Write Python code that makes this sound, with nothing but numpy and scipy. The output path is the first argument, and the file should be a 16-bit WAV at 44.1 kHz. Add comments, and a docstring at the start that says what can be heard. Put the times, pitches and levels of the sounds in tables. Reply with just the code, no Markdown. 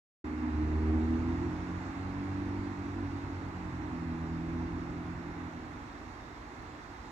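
"""Beside a park pond, a V8 vehicle accelerates on a road beyond the trees. Its exhaust drones upward,
drops at a gear change, pulls again, then burbles away off the throttle. The drone is the harmonics
of the firing rate, unequal cylinders add a lope between them, and uneven firings ring the pipe.
Under it lie town rumble, a steady wash of far traffic and a soft hiss of leaves, a little to the right."""
import sys
import numpy as np
from scipy import signal
from scipy.fft import rfft, irfft, next_fast_len
from scipy.io import wavfile
from scipy.ndimage import uniform_filter1d, map_coordinates

SR = 44100
rng = np.random.default_rng(int(sys.argv[2]) if len(sys.argv) > 2 else 0)


def persist_wave(psi):
    """Save psi, clipped to +-1, as 16-bit WAV."""
    counts = np.round(np.clip(psi, -1, 1) * 32767).astype(np.int16)
    wavfile.write(sys.argv[1], SR, np.atleast_2d(counts).T)


N = 313551

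FLOORED_S, EASE_OFF_S, LIFT_S = .52, 5.37, 5.68  # the driver's throttle moves
OPEN_S, CLOSE_S = .07, .31  # fade lengths as the throttle opens and closes

# The revs. Each row: time in seconds, firing rate in Hz.
REVS = [(0.5, 75.9), (1.02, 79.2), (1.45, 86.16), (2.25, 96.0), (2.55, 96.24), (3.15, 94.8), (3.5, 91.64),
        (3.98, 83.55), (4.25, 81.36), (4.75, 84.4), (5.25, 85.54), (5.7, 82.23)]
# The exhaust's fader ride. Each row: time in seconds, level in dB over cruising.
EXHAUST_RIDE = [(.27, 0.5), (.38, 3.5), (.68, 6), (.92, 10.5), (1.14, 9), (1.4, 4), (1.85, -3.5), (2.5, 1),
                (2.78, -4.5), (3.03, 0), (3.6, -5), (4.1, -1), (4.4, -0.5), (4.62, 2), (4.9, -3.5),
                (5.45, -10.5), (6, -15.5), (6.6, -26)]
def vehicle():
    """The far exhaust in three layers: only its bass carries through the trees."""
    firing_hz, = curves(REVS)
    effort_db, = curves(EXHAUST_RIDE)
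    firings = np.cumsum(firing_hz) / SR
    light_throttle = fade_out(FLOORED_S, OPEN_S)
    overrun = 1 - fade_out(EASE_OFF_S, CLOSE_S)
    booming = np.exp(-((firing_hz - 85.55) / 3.3) ** 2)  # the lope booms in a narrow band of revs
    lope_db = -48 + .49 * effort_db + 5 * light_throttle + 7 * booming
    lope_fade = fade_out(6.07, CLOSE_S)  # outlasts the drone a little
    burble_db = -44.5 + .46 * effort_db - 17 * light_throttle + 2 * overrun
    return (drone(firings, firing_hz, effort_db, light_throttle)
            + amp(lope_db) * lope_fade * lope(firings, firing_hz)
            + amp(burble_db) * burble(firings))


# The EQ of pipe and path that the harmonics glide through. Each row: frequency in Hz, gain in dB.
PATH_EQ = [(76, 2), (81, -4), (88, -3), (95, -1), (227, -12), (242, -3), (251, -2), (266, -9.5), (287, 0.5),
           (310, -5), (346, -6.5), (368, -21), (393, -13.5), (418, -27.5)]
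# The second harmonic swells and fades on its own. Each row: time in seconds, level in dB.
SECOND_HARMONIC = [(.5, -54), (.68, -46), (1.15, -49), (1.35, -44.5), (1.72, -44), (1.92, -51),
                   (2.1, -46.5), (2.45, -45.5), (2.95, -51), (3.25, -66), (3.58, -45.5), (3.83, -52.5),
                   (4, -42), (4.48, -40.5), (4.7, -46), (5.1, -45.5), (5.55, -51)]
# A faint rasp on top. Each row: multiple of the firing rate, level in dB against the fifth harmonic.
RASP_OVERTONES = [(6, -10), (7, -22), (9, -16.5)]
def drone(firings, firing_hz, effort_db, light_throttle):
    """The clean harmonics of the firing rate, the lowest steadiest; they die as the throttle closes."""
    harmonic_db = [-40 + effort_db + along(PATH_EQ, k * firing_hz) for k in range(1, 6)]
    harmonic_db[0] -= 7 * light_throttle  # thinner bass until the throttle opens
    harmonic_db[1], = curves(SECOND_HARMONIC)
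    body = sum(amp(db) * partial(firings, k, flutter_db=.6 * k, smear_rad=.035 * k)
               for k, db in enumerate(harmonic_db, 1))
    rasp = sum(amp(db) * partial(firings, k, flutter_db=2.5, smear_rad=.15) for k, db in RASP_OVERTONES)
    return fade_out(LIFT_S, CLOSE_S) * (body + amp(harmonic_db[-1]) * rasp)


# The tones of the lope. Each row: multiple of the firing rate, relative level in dB.
LOPE_TONES = [(.625, -18.5), (.75, -10), (1.123, -12.5), (1.5, -2), (2.125, -12), (2.5, -12), (3.252, -10),
              (3.5, 2), (3.749, -11.5), (4.5, -11.5), (5.5, -23.5)]
# The pipe's peaks and dips that those tones cross. Each row: frequency in Hz, gain in dB.
LOPE_EQ = [(95, -6), (112, -13.5), (122, -5), (135, 4), (148, -1.5), (228, -2), (245, 15.5), (265, -5.5),
           (292, -2), (335, 1.5), (385, -5.5)]
def lope(firings, firing_hz):
    """Unequal cylinders repeat every eight firings and put wavering tones between the harmonics."""
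    return unit(sum(amp(db + along(LOPE_EQ, k * firing_hz))
                    * partial(firings, k, flutter_db=2.2, smear_rad=.1) for k, db in LOPE_TONES))


def partial(firings, multiple, flutter_db, smear_rad):
    """One engine tone; reflections on the way make its level and phase waver."""
    phase = 2 * np.pi * (multiple * firings + rng.random()) + smear_rad * wobble(12)
    return np.sqrt(2) * np.sin(phase) * amp(flutter_db * wobble(18))


# The muffled pipe's resonances. Each row: centre in Hz, width of one filter stage in Hz, gain in dB.
PIPE_RESONANCES = [(60.2, 32.5, -0.5), (85.5, 47, -2), (249.5, 27.8, 1), (303.7, 82, -3.5)]
def burble(firings):
    """Each firing is a little stronger or weaker by chance, and rings the exhaust pipe."""
    def pipe(hz):  # two band-pass stages per resonance give steep sides
        return sum(amp(db) * (1j * hz * width / (centre ** 2 - hz ** 2 + 1j * hz * width)) ** 2
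                   for centre, width, db in PIPE_RESONANCES)
    when = np.flatnonzero(np.diff(np.floor(firings)))
    excess = np.tanh(rng.standard_normal(len(when)) / .25)  # a cylinder can stray only so far
    return unit(filtered(np.bincount(when, excess, N), pipe))


# The bed's fader rides. Each row: time in seconds, traffic in dB, leaves in dB, both before the trim.
BED_RIDE = [(0.35, -49.5, -68.5), (0.52, -48.5, -67), (1.43, -48.5, -65.5), (3.76, -50, -67),
            (5.22, -50, -67.5), (6.08, -52, -66.5), (6.97, -52.5, -66.5), (7.05, -52.5, -65.5)]
# The tone of rumble, traffic and leaves. Each row: frequency in Hz, relative level in dB.
RUMBLE_EQ = [(15, -45), (28, -20), (50, -3), (80, -6), (160, -13.5), (210, -17), (290, -6), (420, -17.5),
             (700, -35), (1500, -87.5)]
TRAFFIC_EQ = [(100, -25), (350, -6), (520, -8), (800, 0.5), (1100, -1), (1600, -5), (2100, -7),
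              (2400, -13.5), (2700, -14), (3100, -26.5), (5000, -41), (9000, -93.5)]
LEAVES_EQ = [(1000, -31.5), (2800, -4), (3600, 2.5), (4300, 1.5), (4800, -1.5), (6000, -3.5), (7500, -6),
             (8500, -17.5), (9900, -18), (10400, -25), (15000, -46)]
def surroundings(trim_db=3):
    """The background bed: town rumble, tyres on far roads and a light breeze in the trees."""
    traffic_db, leaves_db = curves(BED_RIDE)
    lean_right = amp([[-.7], [.7]])
    rumble = amp(-50) * rush(RUMBLE_EQ, patchy_db=1.0) * lean_right
    tyres = amp(traffic_db + trim_db) * rush(TRAFFIC_EQ, patchy_db=.54)
    leaves = amp(leaves_db + trim_db) * rush(LEAVES_EQ, patchy_db=1.2)
    return rumble + tyres + leaves


# The bed's stereo image. Each row: frequency in Hz, left-right likeness (1 is mono, 0 is wide).
STEREO_LIKENESS = [(30, .85), (70, 0.96), (350, 0.98), (600, 0.42), (850, .45), (1100, 0.018), (1600, 0.22),
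                   (2800, 0.27), (3400, 0.41), (4600, 0.4), (6000, .35), (10000, 0.17)]
def rush(eq, patchy_db):
    """Shaped stereo noise of rms 1 that flickers in small patches of pitch and time."""
    def mid_side_eq(hz):
        spread = np.arccos(along(STEREO_LIKENESS, hz)) / 2
        return amp(along(eq, hz)) * [np.cos(spread), np.sin(spread)]
    bands = signal.stft(rng.standard_normal((2, N)), nperseg=512)[2]
    patches = uniform_filter1d(rng.standard_normal(bands.shape[1:]), size=6, axis=0)
    patches = uniform_filter1d(patches, size=16, axis=1)
    noise = signal.istft(bands * amp(patchy_db * unit(patches)), nperseg=512)[1][:, :N]
    mid, side = filtered(noise, mid_side_eq)
    return unit(np.array([mid + side, mid - side]))


def amp(db):
    """Decibels to gain."""
    return 10 ** (np.asarray(db) / 20)


def unit(x):
    """Scale to rms 1."""
    return x / np.sqrt(np.mean(x ** 2) + 1e-20)


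def along(points, hz):
    """Read (Hz, value) points on a log frequency axis."""
    f, v = np.transpose(points)
    return np.interp(np.log(hz + 1), np.log(f + 1), v)


def curves(rows):
    """One automation curve for each column after the time."""
    times, *columns = np.transpose(rows)
    return [np.interp(np.arange(N) / SR, times, column) for column in columns]


def fade_out(at_s, length_s):
    """A straight fade from 1 to 0, centred on a moment."""
    return np.clip((at_s - np.arange(N) / SR) / length_s + .5, 0, 1)


def wobble(rate):
    """A smooth random curve, rate knots a second."""
    return map_coordinates(rng.standard_normal(int(N * rate / SR) + 4), [np.arange(N) * rate / SR])


def filtered(x, response):
    """Pass x through a complex frequency response."""
    size = next_fast_len(N + SR // 2)
    return irfft(rfft(x, size) * response(np.fft.rfftfreq(size, 1 / SR)), size)[..., :N]


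# The pan of the whole mix. Each row: frequency in Hz, left minus right in dB.
PAN = [(60, -1.3), (300, -1.5), (700, -3.5), (1200, -4.5), (1700, -6), (2900, -9), (3500, -1), (4400, -3.5),
       (5200, -8), (7400, -18), (8600, -4.5), (10500, 1)]
# The left channel's late arrival. Each row: frequency in Hz, delay in milliseconds.
LEFT_DELAY = [(100, .32), (300, .23), (600, .06), (900, .08), (1300, .32)]
def scene():
    """Vehicle and bed together; coming from the right, they reach the left later and mostly weaker."""
    def from_right(hz):
        gains = amp(np.outer([.5, -.5], along(PAN, hz)))
        delay = np.exp(-2j * np.pi * np.outer([1, 0], hz * along(LEFT_DELAY, hz) / 1000))
        return delay * gains / np.sqrt(np.mean(gains ** 2, axis=0))
    return filtered(vehicle() + surroundings(), from_right)


def record(dry, start_s=.241, top_hz=15800):
    """The master: a short silence, then the mix cuts in with faint hiss and its very top removed."""
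    hiss = amp(-79.5) * rng.standard_normal((2, N))
    fade_in = np.clip((np.arange(N) / SR - start_s) / .004, 0, 1)
    return filtered((dry + hiss) * fade_in, lambda hz: hz < top_hz)


dry = scene()
out = record(dry)
persist_wave(out)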